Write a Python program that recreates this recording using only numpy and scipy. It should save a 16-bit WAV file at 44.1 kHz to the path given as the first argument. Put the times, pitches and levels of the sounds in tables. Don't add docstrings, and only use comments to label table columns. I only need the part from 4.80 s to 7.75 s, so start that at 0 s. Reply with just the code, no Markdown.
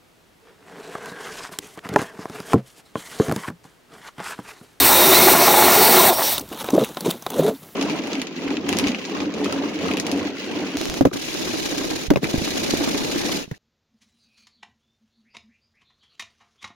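import sys
import numpy as np
from scipy import signal
from scipy.io import wavfile

SR = 44100
rng = np.random.default_rng(int(sys.argv[2]) if len(sys.argv) > 2 else 0)


def natural_amplitude(level_db):
    exponent = np.asarray(level_db, float) / 20
    return 10 ** exponent


def pcm_store(signal):
    levels = np.round(np.clip(np.atleast_2d(signal), -1, 1) * 32767)
    wavfile.write(sys.argv[1], SR, levels.astype(np.int16).T)


N = 130095

# (time [s], level [dB])
GRIND = [(0, -18.5), (.1, -15), (.54, -14), (.57, -17), (.8, -14.5), (1.1, -14.5), (1.3, -17),
         (1.31, -17.5), (1.36, -27), (1.4, -26), (1.46, -27), (1.6, -34), (1.66, -82)]
# (frequency [Hz], width [Hz], level [dB])
HOLE_MODES = [(220, 245, -5.5), (554, 182, 0.5), (974, 234, -3), (1434, 52, -8)]
# (frequency [Hz], width [Hz], level [dB])
SHAFT_MODES = [(352.5, 22, 0)]
# (frequency [Hz], width [Hz], level [dB])
DEEP_MODES = [(657.5, 143, 0.31), (833, 99, -0.22)]
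DEEPEN_DB, DEEPEST_S = 3, 0.8
CHIPS_PER_S, CHIP_SPREAD_DB, BITES_PER_S, BITE_DB = 4000, 0.98, 22, -1
RUMBLE_DB = -26.5
LOAD_ENDS_S = 1.305

# (time [s], level [dB], mid brightness [dB])
MOTOR_LOAD = [(0, -15.5, -3), (.37, -16, -1.5), (.525, -15, -2.5), (.545, -20.5, -3), (.63, -18, -1),
              (1.285, -16, -2), (1.31, -26, 1.5), (1.36, -25.5, -4), (1.47, -24, 1), (1.53, -22, -3.5),
              (1.575, -39.5, 8), (1.6, -46, -3), (1.612, -35, -3)]
# (frequency [Hz], width [Hz], level [dB])
HOUSING_MODES = [(1920, 900, -12.4), (3010, 570, -14.5), (3720, 480, -10.5), (4440, 515, -12.5),
                 (5655, 840, -14), (8335, 970, -5.4), (12940, 3800, -8.5), (15600, 1870, -6.5)]
# (time [s], frequency [Hz], level [dB])
GEAR_MESH = [(.31, 1880, -60), (.335, 1940, -23), (.39, 2130, -24), (.45, 2200, -29), (.6, 2190, -29),
             (.9, 2180, -29), (1.29, 2190, -30), (1.305, 2190, -80)]
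# (time [s], mesh frequency [Hz], octave level [dB])
GEAR_OCTAVE = [(0, 1890, -21), (.045, 1720, -23), (.07, 1740, -42), (.13, 1885, -23), (.23, 1875, -22),
               (.31, 1810, -24), (.33, 1870, -19), (.372, 2050, -18), (.385, 2060, -40), (.42, 2060, -30),
               (.46, 2090, -25), (.6, 2160, -36), (1.29, 2170, -36), (1.31, 2170, -95)]
# (time [s], frequency [Hz], level [dB])
SPIN_FREE = [(1.33, 5580, -95), (1.35, 5590, -30), (1.385, 5590, -30), (1.41, 5600, -40), (1.44, 5600, -29),
             (1.5, 5620, -28), (1.54, 5620, -95)]
WHINE_WOBBLE, WHINE_FLICKER_DB = 0.004, 2.2
FREE_DROP_DB = -5

# (frequency [Hz], level [dB])
AIR_COLOUR = [(71, -34), (130, 7), (473, -8.5), (1430, -11.5), (7980, -17), (14400, -11), (16000, -17)]
AIR_DB, WIND_DB, WIND_DB_PER_S = -47.5, -38.5, -9

# (time [s], peak level [dB], frequency [Hz])
ICE_LUMPS = [(0.091, -9, 820), (0.115, -8, 890), (0.174, -11.5, 980), (0.215, -7.5, 894), (0.329, -14, 640),
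             (0.407, -18, 855), (0.482, -1.5, 813), (0.536, -6.5, 836), (0.549, -13, 813),
             (0.613, -5.5, 614), (0.679, -2, 808), (0.7, -9.5, 840), (0.74, -5.5, 810), (0.778, -8, 846),
             (0.823, -5, 840), (0.881, -6, 834), (0.926, -6.5, 683), (0.952, -17, 900), (1.08, -4.5, 640),
             (1.144, -16, 660), (1.173, -12, 670), (1.327, -15, 748), (1.371, -22, 860),
             (1.384, -13.5, 710), (1.393, -8.5, 690), (1.407, -16, 1020), (1.419, -12, 900),
             (1.444, -24, 745), (1.527, -21.5, 781)]
LUMP_DB, LUMP_T60_S, LUMP_GRIT = -2, 0.05, 0.55

# (start [s], length [s], start frequency [Hz], end frequency [Hz], peak level [dB])
SLIDES = [(.24, .11, 387.3, 376, -16), (.42, 0.036, 373, 358, -16), (.62, 0.038, 381, 373, -17.5),
          (.78, 0.066, 821, 888, -10.5), (.97, 0.036, 440, 417, -13.5), (1.155, 0.064, 383, 350, -12),
          (1.21, 0.11, 376, 393, -19.5), (1.27, 0.05, 845, 630, -13), (2.57, 0.075, 140, 170, -21.5),
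          (2.62, 0.086, 369.5, 466, -15), (2.67, 0.061, 198, 202, -27), (2.69, 0.052, 496, 406, -26.5),
          (2.7, 0.068, 259, 277, -29)]

# (time [s], surge of water [dB],
# rasp of slush [dB])
PUMP_STROKES = [
    [(1.7, -51.5, -43.5), (1.72, -33.5, -34), (1.77, -39, -37), (1.79, -41, -32), (1.82, -36, -26.5),
     (1.835, -37, -39.5), (1.86, -40, -32), (1.928, -32, -38)],
    [(1.935, -14.5, -30.5), (2.0, -16.5, -31), (2.03, -17.5, -30.5), (2.06, -45, -36.5), (2.1, -34, -40.5),
     (2.15, -53, -46)],
    [(2.19, -36, -40), (2.24, -33, -37.5), (2.255, -22.5, -27.5), (2.29, -19, -30.5), (2.31, -36, -30.5),
     (2.35, -36, -39), (2.39, -50, -49), (2.44, -58, -47)],
    [(2.47, -46, -44.5), (2.53, -29.5, -36.5), (2.58, -21.5, -28), (2.62, -20, -31.5), (2.67, -21, -28.5),
     (2.7, -18.5, -33), (2.725, -36, -47.5), (2.77, -56, -48), (2.8, -65, -71)],
    [(2.83, -47.5, -43.5), (2.95, -53, -85)],
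]
# (frequency [Hz], level [dB])
SURGE_COLOUR = [(71, -43), (120, -23), (173, 2.5), (343, 0.5), (530, -0.5), (1600, -18), (2080, -62),
                (3520, -120)]
# (frequency [Hz], level [dB])
SLUSH_COLOUR = [(820, 9.5), (1400, 3.5), (1750, -3), (2920, 0.5), (3760, -5), (5010, -5.5), (14700, -8),
                (16000, -15)]
BUBBLES_PER_S, BUBBLE_CYCLES = 1000, 11

# (time [s], peak level [dB], ring frequency [Hz], hollow part [dB], bright crack [dB])
SHAFT_TICKS = [(1.58, -10.5, 3650, -19.5, -7), (1.5944, -18, 6160, -27, -9), (1.7273, -30, 3570, -4, -8),
               (1.843, -28, 3800, 2.5, -2), (1.8865, -19.5, 3760, -2, -26), (1.9035, -18, 6020, -11, -12),
               (2.037, -18, 3840, -33, -14), (2.045, -19, 2620, -35, -4.5), (2.17, -17.5, 3760, -6.5, -17),
               (2.2067, -19.5, 4480, -15, -5), (2.304, -17.5, 4470, -20, -5),
               (2.3094, -13, 3620, -17, -5.5), (2.4228, -26, 6100, -15, -9), (2.4643, -15, 3700, -7.5, -16),
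               (2.5024, -22, 3420, -8.5, -2.5), (1.611, -31, 2760, -24, -10), (1.689, -34, 4500, -23, -5),
               (1.745, -34, 5000, -17, -6), (2.748, -34, 4320, -25, -20), (2.771, -41, 4500, -20, -19),
               (2.887, -45, 3000, 1, -15)]
HOLLOW_MODES = (770, 1033, 1285)
RING_T60_S, CRACK_T60_S, HOLLOW_T60_S = 0.02, 0.022, 0.031
CRACK_DB, HOLLOW_HZ = 2.5, 1000

# (time [s], peak level [dB], frequency [Hz])
AIR_POCKETS = [(1.607, -27.5, 265), (1.713, -27.5, 290), (1.932, -9, 271), (1.95, -33, 413),
               (1.979, -2.5, 564), (2.018, -10, 426), (2.26, -12, 380), (2.28, -22.5, 167),
               (2.352, -35, 238), (2.585, -15, 550), (2.594, -3.5, 493)]
GLUG_CYCLES, GLUG_RISE = 5.06, 0.057


def rms_one(x):
    return x / np.sqrt(np.mean(x ** 2) + 1e-20)


def in_time(rows):
    s, *columns = np.transpose(rows)
    return [np.interp(np.arange(N) / SR, s, column) for column in columns]


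def at_hz(points, hz):
    point_hz, db = np.transpose(points)
    return np.interp(np.log(hz), np.log(point_hz), db)


def drift(rate):
    r = np.exp(-80 * np.pi * rate / SR)
    draws = rng.standard_normal(N // 40 + 2002)
    slow = signal.lfilter([1], [1, -2 * r, r * r], draws)[2000:]
    return np.interp(np.arange(N) / 40, np.arange(len(slow)), rms_one(slow))


def band(x, low_hz, high_hz):
    edges = [low_hz, min(high_hz, 0.45 * SR)]
    return signal.sosfilt(signal.butter(2, edges, "band", fs=SR, output="sos"), x)


def grains(per_s, spread_db):
    size = natural_amplitude(spread_db * np.minimum(rng.exponential(1, N), 5)) * rng.choice([-1, 1], N)
    return size * (rng.random(N) < per_s / SR) + 1e-18


def body(x, modes, patchy_db):
    out = 0
    for k, (hz, width, db) in enumerate(modes):
        r = np.exp(-np.pi * width / SR)
        poles = [1, -2 * r * np.cos(2 * np.pi * hz / SR), r * r]
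        ring = signal.lfilter([(1 - r * r) / 2, 0, (r * r - 1) / 2], poles, x)
        out = out + (-1) ** k * natural_amplitude(db + patchy_db * drift(9.2)) * ring
    return rms_one(out)


def coloured(pair, spectrum, patchy_db):
    edges = 25 * 2 ** np.arange(0, 9.5, 1 / 3)
    lowest, highest = spectrum[0][0] * 0.8, spectrum[-1][0]
    inside = [(a, b) for a, b in zip(edges, edges[1:]) if lowest < a < highest]
    out = 0
    for k, (a, b) in enumerate(inside):
        db = at_hz(spectrum, np.sqrt(a * b)) + patchy_db * drift(37.0)
        out = out + natural_amplitude(db) * band(pair[k % 2], a, b)
    return rms_one(out)


def add(out, s, sound):
    i = int(s * SR)
    out[i:i + len(sound)] += sound[:N - i]


def blades():
    [grind_db] = in_time(GRIND + [(1.7, -90)])
    t = np.arange(N) / SR
    bite_hz = BITES_PER_S * (1 + 0.24 * drift(2.6))
    bite_db = BITE_DB * np.sin(2 * np.pi * np.cumsum(bite_hz) / SR)
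    chips = grains(CHIPS_PER_S, CHIP_SPREAD_DB) * natural_amplitude(bite_db + 0.15 * drift(43.0))
    hole = natural_amplitude(-1.5) * body(chips, HOLE_MODES, patchy_db=1.5)
    still_shallow = np.clip(1 - t / DEEPEST_S, 0, 1)
    deep = natural_amplitude(-1.0 - DEEPEN_DB * still_shallow) * body(chips, DEEP_MODES, patchy_db=1.0)
    shaft = natural_amplitude(-13.0) * body(chips * (t < LOAD_ENDS_S), SHAFT_MODES, patchy_db=4.5)
    rumble = natural_amplitude(RUMBLE_DB) * rms_one(band(rng.standard_normal(N), 43, 210))
    return natural_amplitude(grind_db) * (band(hole + deep + shaft, 144, 3400) + rumble)


def motor():
    db, mid_db = in_time(MOTOR_LOAD + [(1.64, -86, 0.0078)])
    hiss = (rng.standard_normal(N) + 1.15 * grains(1600, 2.5)) * natural_amplitude(0.84 * drift(31.0))
    off_load = np.arange(N) / SR > LOAD_ENDS_S
    low = natural_amplitude(-4.0 + FREE_DROP_DB * off_load) * body(hiss, HOUSING_MODES[:1], patchy_db=-0.2)
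    mid = -0.86 * body(hiss, HOUSING_MODES[1:5], patchy_db=1.3)
    out = natural_amplitude(db + mid_db) * band(low + mid + 0.5 * rng.standard_normal(N), 880, 8200)
    out += natural_amplitude(db + 3.0) * band(body(hiss, HOUSING_MODES[5:], patchy_db=-0.2), 9330, 21000)
    mesh_hz, octave_db = in_time(GEAR_OCTAVE)
    for hz, level_db in (in_time(GEAR_MESH), (2 * mesh_hz, octave_db), in_time(SPIN_FREE)):
        level = natural_amplitude(level_db + WHINE_FLICKER_DB * drift(24.0))
        wobbly_hz = hz * (1 + WHINE_WOBBLE * drift(54.0))
        out += level * np.sin(2 * np.pi * np.cumsum(wobbly_hz) / SR)
    return out


def air():
    wind_db = WIND_DB + WIND_DB_PER_S * np.arange(N) / SR + 1.7 * drift(2.7)
    wind = natural_amplitude(wind_db) * rms_one(band(rng.standard_normal(N), 50, 123))
    return natural_amplitude(AIR_DB) * coloured(rng.standard_normal((2, N)), AIR_COLOUR, patchy_db=0.4) + wind


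def crunches():
    out, t = np.zeros(N), np.arange(SR // 20) / SR
    noise = rng.standard_normal((len(ICE_LUMPS), len(t)))
    for (s, db, hz), grit in zip(ICE_LUMPS, noise):
        ring = np.sin(2 * np.pi * hz * t) + LUMP_GRIT * rms_one(band(grit, hz * 0.56, hz * 2.03))
        attack = np.minimum(t / 0.00088, 1)
        add(out, s, natural_amplitude(db + LUMP_DB - 60 * t / LUMP_T60_S) * attack * ring)
    return out


def notes():
    out = np.zeros(N)
    for s, length, from_hz, to_hz, db in SLIDES:
        part = np.arange(int(length * SR)) / (length * SR)
        hz = from_hz + (to_hz - from_hz) * part
        swell = np.sin(np.pi * part) ** 0.73
        add(out, s, natural_amplitude(db) * swell * np.sin(2 * np.pi * np.cumsum(hz) / SR))
    return out * natural_amplitude(0.83 * drift(48.0))


def pumping():
    rows = [row for stroke in PUMP_STROKES for row in stroke]
    surge_db, rasp_db = in_time([(1.57, -73, -90), (1.62, -36, -47)] + rows)
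    born = grains(BUBBLES_PER_S, 2.1)
    size = rng.integers(0, 16, N)
    bubbles = 0
    for k, hz in enumerate(np.geomspace(130, 1400, num=16)):
        width = np.log(1000) / np.pi * hz / BUBBLE_CYCLES
        push = band(born * (size == k) + 1e-18, hz / 1.93, hz * 1.58)
        ring = body(push, [(hz, width, 0)], patchy_db=0.5)
        bubbles = bubbles + natural_amplitude(at_hz(SURGE_COLOUR, hz)) * np.sqrt(hz) * ring
    surge = natural_amplitude(surge_db - 1.0) * rms_one(band(bubbles, 118, 780))
    crystals = np.array([grains(2900, 2.0), grains(2500, 2.3)])
    slush = rng.standard_normal((2, N)) + 0.17 * crystals
    rasp = coloured(slush, SLUSH_COLOUR, patchy_db=2.1)
    rasp = rasp + 0.3 * body(slush[0], HOUSING_MODES[2:3], patchy_db=2.0)
    return surge + natural_amplitude(rasp_db - 4.0 + 3.2 * drift(120.0)) * rasp


def ticks():
    out, t = np.zeros(N), np.arange(SR // 20) / SR
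    noise = rng.standard_normal((len(SHAFT_TICKS), 3, len(t)))
    attack = np.minimum(t / 0.00086, 1)
    for (s, db, hz, hollow_db, crack_db), (a, b, c) in zip(SHAFT_TICKS, noise):
        crack = natural_amplitude(crack_db + CRACK_DB - 60 * t / CRACK_T60_S) * rms_one(band(a, 7200, 20000))
        ring = np.sin(2 * np.pi * hz * t) + 0.7 * rms_one(band(b, hz * 0.75, hz * 1.22))
        ring = natural_amplitude(-4.5 - 60 * t / RING_T60_S) * ring
        knock = 0.89 * sum(np.sin(2 * np.pi * f * t) for f in HOLLOW_MODES)
        knock = knock + 1.84 * rms_one(band(c, HOLLOW_HZ * 0.18, HOLLOW_HZ * 1.08))
        hollow = natural_amplitude(hollow_db - 60 * t / HOLLOW_T60_S) * knock
        add(out, s, natural_amplitude(db) * attack * (crack + ring + hollow))
    return out


def glugs():
    out = np.zeros(N)
    for s, db, hz in AIR_POCKETS:
        part = np.arange(int(GLUG_CYCLES * SR / hz)) * hz / SR / GLUG_CYCLES
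        swell = np.sin(np.pi * part ** 0.5) ** 1.6
        cycles = GLUG_CYCLES * part * (1 + GLUG_RISE * part)
        add(out, s, natural_amplitude(db) * swell * np.sin(2 * np.pi * cycles))
    return out


def scene():
    drilling = blades() + motor() + air() + crunches() + notes()
    mono = drilling + pumping() + ticks() + glugs()
    return np.array([mono, mono])


def band_limit(x):
    return signal.sosfilt(signal.butter(12, 16790, fs=SR, output="sos"), x)


def record(dry):
    rounded = 1.1 * np.tanh(dry / 1.1)
    top_cut = signal.ellip(14, 0.3, 80, 15850, fs=SR, output="sos")
    mix = signal.sosfilt(top_cut, rounded)
    return band_limit(mix)


dry = scene()
out = record(dry)
pcm_store(out)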